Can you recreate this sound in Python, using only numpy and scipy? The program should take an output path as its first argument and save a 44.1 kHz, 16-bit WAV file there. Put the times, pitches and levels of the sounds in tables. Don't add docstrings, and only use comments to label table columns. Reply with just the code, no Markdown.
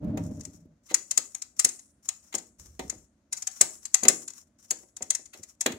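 import sys
import numpy as np
from scipy import signal
from scipy.fft import rfft, irfft
from scipy.io import wavfile
from scipy.ndimage import uniform_filter1d

SR = 44100
rng = np.random.default_rng(int(sys.argv[2]) if len(sys.argv) > 2 else 0)


def materialize(psi):
    bounded = np.clip(np.atleast_2d(psi).T, -1, 1)
    quanta = np.round(bounded * 32767).astype(np.int16)
    wavfile.write(sys.argv[1], SR, quanta)


N = 254898


def gain_of(db):
    return 10 ** (np.asarray(db) / 20)


def evened(x):
    return x / np.sqrt(np.mean(x ** 2) + 1e-20)


def unit(x):
    return evened(x) / np.sqrt(x.shape[-1])


def read(points, hz):
    f, value = np.transpose(points)
    return np.interp(np.log(hz + 1), np.log(f + 1), value)


def add(mix, s, sound):
    part = mix[:, max(round(s * SR), 0):][:, :sound.shape[1]]
    part += sound[:, :part.shape[1]]


def convolve(a, b):
    return signal.fftconvolve(np.atleast_2d(a), np.atleast_2d(b), axes=1)


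# (frequency [Hz], left minus right [dB])
PORT_BALANCE = [(100, -0.5), (330, -1), (770, 2), (1500, 4), (2740, 0), (4200, 0.5), (5500, 8.5),
                (6500, 16.5), (7400, 11), (8500, -3), (10000, -4), (15000, -6)]


def colour(spectrum, modes=(), size=4096):
    hz = np.fft.rfftfreq(size, 1 / SR)
    power = np.ones(len(hz))
    for f, width, db in modes:
        excess = np.maximum(gain_of(db) ** 2 - 1, 0)
        power += excess / (1 + (2 * (hz - f) / width) ** 2)
    port_db = read(spectrum, hz) + np.outer([.5, -.5], read(PORT_BALANCE, hz))
    log_gain = np.log(np.sqrt(power) * gain_of(port_db))
    circle = np.hstack([log_gain, log_gain[:, -2:0:-1]])
    response = np.fft.ifft(np.exp(np.conj(signal.hilbert(circle)))).real
    return unit(response[:, :size // 2])


# (frequency [Hz], likeness [0 to 1])
PORT_LIKENESS = [(50, 1), (250, 0.95), (500, 0.88), (1000, 0.26), (16000, 0)]


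def paired(x):
    left, other = rfft(x)
    same = read(PORT_LIKENESS, np.fft.rfftfreq(x.shape[1], 1 / SR))
    right = same * left + np.sqrt(1 - same ** 2) * other
    return irfft(np.array([left, right]), x.shape[1])


def smoothed(x, share=0.3):
    z = rfft(x, 2 * x.shape[-1])
    flatter = z / (abs(z) + 1e-9) ** share
    return unit(irfft(flatter)[..., :x.shape[-1]])


def scatter(t60, share=0.93, size=2048):
    t = np.arange(size) / SR
    return smoothed(paired(rng.standard_normal((2, size))) * gain_of(-60 * t / t60), share)


def tilted(x, slope_db, centre_hz=7000):
    ratio = np.fft.rfftfreq(x.shape[1], 1 / SR) / centre_hz
    octaves = np.log2(np.clip(ratio, 1 / 2, 10))
    return irfft(rfft(x) * gain_of(slope_db * octaves), x.shape[1])


def noise(spectrum):
    source = paired(rng.standard_normal((2, N + 2047)))
    return evened(signal.fftconvolve(source, colour(spectrum), "valid", axes=1))


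def lumps(depth_db, size=900):
    wander = uniform_filter1d(uniform_filter1d(rng.standard_normal(N), size), size)
    return evened(gain_of(depth_db * np.clip(evened(wander), -2, 2)))


def strokes(rows, attack_s, sag_db, release_s):
    t, level = np.arange(N) / SR, np.zeros(N)
    for start, end, db in rows:
        progress = np.clip((t - start) / (end - start), 0, 1)
        rise = np.clip((t - start) / attack_s, 0, 1)
        fade = np.clip((end - t) / release_s + .5, 0, 1)
        level += gain_of(db - sag_db * progress) * rise * fade
    return level


# (frequency [Hz], relative level per Hz [dB])
STILL_ROOM = [(20, -28), (40, -12.5), (58, 6), (110, -1.5), (170, -5), (230, 2.5), (330, -5.5),
              (450, -16.5), (600, -8.5), (800, -20), (1500, -21), (3000, -30.5), (6500, -29), (15000, -47)]


def still_room(hum_db=-69):
    return gain_of(hum_db) * noise(STILL_ROOM) * lumps(depth_db=1.0)


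# (start [s], end [s], relative level at the start [dB])
SHOVES = [(0.0, 0.4, -26), (0.36, 0.767, -47.5)]
# (frequency [Hz], half-width to -6 dB [Hz], relative level [dB])
PANEL = [(95, 21, -3), (165.6, 14, 2), (214.3, 19.4, -1.5), (264, 22, -1.5), (291, 12.7, -6),
         (419, 82, -20), (602.4, 17.5, -12.5)]
# (frequency [Hz], relative level per Hz [dB])
INSULATION = [(200, -8), (500, -3.5), (800, -3.5), (1200, -12.5), (2000, -21.5), (3200, -28), (6000, -36.5),
              (12000, -43)]


def shove(judder_db=-1, rub_db=-24):
    hz = np.fft.rfftfreq(N, 1 / SR)
    flexing = sum(gain_of(db) / (1 + 1j * (hz - f) / width) ** 2 for f, width, db in PANEL)
    judder = evened(irfft(rfft(paired(rng.standard_normal((2, N)))) * flexing, N))
    effort = strokes(SHOVES, attack_s=0.081, sag_db=12.5, release_s=0.087)
    return effort * (gain_of(judder_db) * judder + gain_of(rub_db) * noise(INSULATION))


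# (frequency [Hz], relative level per Hz [dB])
BACK_PANEL = [(25, -44), (50, -16.5), (85, -2.5), (120, -4.5), (160, -3), (230, -2.5), (400, -16.5),
              (1000, -53.5)]


def boom(length, size=6144):
    u = np.arange(size) / SR / length
    push = smoothed(paired(rng.standard_normal((2, size))) * u * np.exp(-2 * u), share=0.25)
    return unit(convolve(push, colour(BACK_PANEL)))


# (time [s], relative level [dB])
BUMPS = [(0.042, -26.5), (0.083, -37), (0.171, -26), (0.403, -57), (0.474, -34.5), (0.538, -42),
         (0.652, -40.5), (1.645, -33.5), (2.841, -35), (2.954, -44), (2.999, -59), (3.606, -34),
         (4.04, -35), (5.019, -42), (5.395, -42), (5.699, -32), (5.735, -35)]


def bumps(bump_db=17):
    out = np.zeros((2, N))
    for s, db in BUMPS:
        add(out, s, gain_of(db + bump_db) * boom(length=0.0072))
    return out


# (time [s], relative level [dB], rattle decay time [s])
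KNOCKS = [(0.172, -37.5, 0.0089), (0.91, -42.5, 0.0086), (1.176, -49.5, .0061), (1.642, -45, .014),
          (2.342, -40, 0.0054), (2.371, -56, 0.012), (2.793, -36, 0.0064), (2.837, -65, .008),
          (2.925, -51.5, 0.0031), (3.608, -36.5, 0.0027), (4.027, -36, 0.012), (4.053, -31.5, 0.0086),
          (4.085, -32, 0.0099), (4.19, -68, 0.0017), (4.71, -48.5, 0.011), (4.753, -60, 0.0063),
          (4.831, -60.5, .01), (5.007, -46, 0.0077), (5.191, -59.5, .005), (5.346, -55, 0.029),
          (5.66, -28, 0.0045)]
# (frequency [Hz], relative level per Hz [dB])
THUD = [(50, -19), (120, -16), (220, -4), (370, -8), (500, -4), (650, -7.5), (900, -8.5), (1500, -19),
        (3000, -28.5), (6000, -54.5)]
# (frequency [Hz], width [Hz], level over the spectrum [dB])
HOUSING = [(260, 90, 9.5), (368, 100, 13), (617, 36, 12.5), (756, 15, 14), (924, 32, 7), (1231, 75, 6),
           (2064, 210, 12), (2558, 240, 9)]


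def knocks(thud_db=29, boom_db=5, bright_db=1.0, rise_s=0.0018, size=4096):
    out, body, t = np.zeros((2, N)), colour(THUD, HOUSING), np.arange(size) / SR
    for s, db, length in KNOCKS:
        jolt = (1 - np.exp(-t / rise_s)) * np.exp(-t / length)
        rattle = smoothed(paired(rng.standard_normal((2, size))) * jolt, share=0.6)
        thud = unit(tilted(convolve(rattle, body), bright_db, centre_hz=400))
        add(out, s, gain_of(db + thud_db) * thud)
        add(out, s, gain_of(db + boom_db) * boom(length=0.016))
    return out


def creep(rise_s=0.0045, size=1024):
    ticks = rng.standard_normal(size) ** 3
    before = (np.arange(size) - size) / SR
    return unit(ticks * np.exp(before / rise_s))


def chatter(length, spread_db=6, size=1536):
    u = np.arange(size) / SR / length
    impacts = rng.standard_normal(size) * gain_of(spread_db * rng.standard_normal(size))
    return smoothed(impacts * u ** 1.4 * np.exp(-1.6 * u ** 2), share=0.58)


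# (frequency [Hz], relative level per Hz [dB])
CLAMP = [(2500, -51.5), (3800, -16), (5000, -10.5), (6000, -1.5), (6800, -2.5), (8000, 1), (9500, -9),
         (11000, -14), (13500, -26), (15500, -25.5), (16000, -27.5)]
# (frequency [Hz], width [Hz], level over the clamp's ring [dB])
STEEL = [(4010, 63, 8), (4650, 310, 6.5), (5360, 200, 4.5), (6540, 45, 6), (6832, 230, 9), (7420, 57, -4.5),
         (7500, 250, 5.5), (7630, 110, 1.5), (8960, 160, 6.5), (9400, 57, 4), (10300, 120, 5),
         (9570, 170, 4), (10600, 120, 6)]


def steel():
    return convolve(scatter(t60=0.017, share=1.0), colour(CLAMP, STEEL))


# (time [s], relative level [dB], chatter length [s])
CLACKS = [(0.172, -45.5, 0.0032), (0.8836, -43, 0.043), (2.323, -46.5, 0.0077), (2.3401, -40, 0.0017),
          (2.792, -40, 0.0041), (4.05, -31.5, 0.003), (5.3288, -47.5, 0.014), (5.6598, -24, 0.0037),
          (5.718, -42, 0.0051)]
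# (time [s], relative level [dB], chatter length [s])
SNAPS = [(0.4054, -33.5, 0.0056), (0.4505, -28.5, 0.0024), (0.941, -5.5, 0.0045), (1.1085, -13.5, 0.005),
         (1.1735, -6, 0.0036), (1.345, -21.5, .005), (1.417, -22.5, 0.0048), (1.5907, -7.5, 0.0057),
         (1.6438, -4.5, 0.0053), (1.6852, -21, 0.0083), (1.789, -36.5, .0067), (2.0862, -14, 0.0037),
         (2.3453, -15, 0.007), (2.3776, -24.5, 0.0083), (2.8954, -18, 0.0041), (3.3231, -17, 0.0084),
         (3.364, -27, 0.013), (3.42, -23.5, 0.0052), (3.469, -16, 0.0053), (3.508, -36.5, 0.0093),
         (3.6095, -0.5, 0.0045), (3.85, -22.5, 0.0066), (3.9421, -3.5, 0.0035), (4.031, -14, .005),
         (4.0815, 3, 0.0041), (4.2763, -25, 0.0055), (4.302, -32.5, 0.0021), (4.333, -39, 0.0025),
         (4.7032, -11.5, 0.0081), (4.9639, -29, 0.0051), (5.02, -20.5, 0.006), (5.1017, -9, 0.0048),
         (5.1475, -15.5, 0.0043), (5.2536, -36.5, 0.0064), (5.429, -31, 0.0075), (5.607, -14, 0.0062)]
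# (frequency [Hz], relative level per Hz [dB])
SHELL = [(300, -34), (600, -15.5), (780, -8), (1100, -3.5), (1600, -1.5), (2050, -4), (2600, -5.5),
         (3300, 0.5), (4200, 1), (6000, -11.5)]
SHELL_DB, CLACK_STEEL_DB = -27.5, 8.5
NEUTRAL_DB, BRIGHTEN = -17.5, .17


def snaps(ring_db=18, clack_db=28, creep_db=-33, stray_db=-1):
    out, metal, clamp, shell = np.zeros((2, N)), steel(), colour(CLAMP, STEEL), colour(SHELL, HOUSING)
    on_steel = [(s, db, db + SHELL_DB, length) for s, db, length in SNAPS]
    on_shell = [(s, db + CLACK_STEEL_DB, db, length) for s, db, length in CLACKS]
    for s, steel_db, shell_db, length in on_steel + on_shell:
        lead = gain_of(creep_db) * creep()
        force = np.hstack([lead, chatter(length)])
        start = s - len(lead) / SR
        stray = unit(convolve(scatter(t60=0.025), clamp))
        ring = convolve(force, unit(metal) + gain_of(stray_db) * stray)
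        ring = unit(tilted(ring, BRIGHTEN * (steel_db - NEUTRAL_DB)))
        clack = unit(convolve(force, convolve(scatter(t60=0.038, share=0.44), shell)))
        add(out, start, gain_of(steel_db + ring_db) * ring)
        add(out, start, gain_of(shell_db + clack_db) * clack)
    return out


# (frequency [Hz], time to fall 60 dB [s])
ROOM_DECAY = [(100, 0.68), (400, 0.3), (1500, 0.25), (4000, 0.21), (7000, 0.35), (10000, 0.54),
              (15000, 0.3)]
# (frequency [Hz], relative level [dB])
ROOM_SEND = [(100, -1.5), (500, -1), (1500, -6), (4000, -7.5), (7000, -16), (10000, -18.5), (15000, -14.5)]


def echoes(build_s=0.001):
    hz, t, z = signal.stft(paired(rng.standard_normal((2, SR // 2))), SR, nperseg=256)
    t60 = read(ROOM_DECAY, hz)[:, None]
    decay_db = read(ROOM_SEND, hz)[:, None] - 60 * t / t60
    z = z * gain_of(decay_db) * (1 - np.exp(-t / build_s))
    level = np.sqrt(2 * np.log(1000) / (t60 * SR))
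    return signal.istft(z * level, SR, nperseg=256)[1]


def room(x, count=3, turn_hz=4):
    t, answer = np.arange(N) / SR, np.zeros((2, N))
    for k in range(count):
        share = np.sqrt(2 / count) * np.cos(np.pi * (turn_hz * t + k / count))
        answer += convolve(x * share, echoes())[:, :N]
    return answer


# (frequency [Hz], relative level per Hz [dB])
RUB = [(300, -21.5), (1200, -6.5), (2200, -11.5), (3500, -14), (4800, -14), (5700, 2.5), (6700, -6.5),
       (8000, -2.5), (10000, -10.5), (13000, -10), (15500, -16)]


def friction(grain_db=8.0, grains_per_s=500):
    sizes = gain_of(grain_db * np.minimum(rng.exponential(1, N), 4))
    grains = (rng.random(N) < grains_per_s / SR) * sizes
    drag = evened(convolve(grains, scatter(t60=0.06))[:, :N]) + rng.standard_normal((2, N))
    return evened(convolve(drag, colour(RUB, STEEL))[:, :N])


# (start [s], end [s], level at the start [dB])
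SCRAPES = [(0.175, 0.39, -52.5), (0.392, 0.629, -58.5), (0.83, 0.938, -56.5), (1.069, 1.52, -53.5),
           (1.56, 1.904, -58), (2.024, 2.502, -58), (3.335, 3.927, -49), (4.03, 4.461, -52),
           (4.582, 4.911, -58), (4.963, 5.172, -55), (5.341, 5.533, -52)]


def scrapes():
    return friction() * strokes(SCRAPES, attack_s=0.0073, sag_db=7.5, release_s=0.056)


# (start [s], end [s], relative level at the start [dB])
SLIDES = [(2.583, 2.79, -48), (2.795, 3.06, -49)]
# (frequency [Hz], relative level per Hz [dB])
RUSTLE = [(20, -10.5), (40, -3.5), (60, 21), (110, 4), (200, 0), (330, -6), (600, -16), (900, -35),
          (1400, -40), (2500, -52), (4000, -43), (12000, -45)]


def hand(rustle_db=-5, hiss_db=-2):
    rustle = noise(RUSTLE) * strokes(SLIDES, attack_s=0.013, sag_db=5, release_s=0.044)
    hiss = friction() * strokes(SLIDES, attack_s=0.014, sag_db=16.5, release_s=0.026)
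    return gain_of(rustle_db) * rustle + gain_of(hiss_db) * hiss


def scene():
    handling = shove() * lumps(depth_db=2, size=600) + bumps()
    handling += scrapes() * lumps(depth_db=4.5) + hand() * lumps(depth_db=0.5)
    hits = knocks() + snaps()
    return still_room() + handling + hits + room(hits)


def record(dry, bass_cut_hz=42, ceiling=.92, edge_hz=15950):
    x = signal.sosfilt(signal.butter(2, bass_cut_hz, "highpass", fs=SR, output="sos"), dry)
    limited = x / (1 + (x / ceiling) ** 8) ** (1 / 8)
    lowpass = signal.firwin(301, edge_hz, window=("kaiser", 8), fs=SR)
    return signal.oaconvolve(limited, lowpass[None], "same", axes=1)


dry = scene()
out = record(dry)
materialize(out)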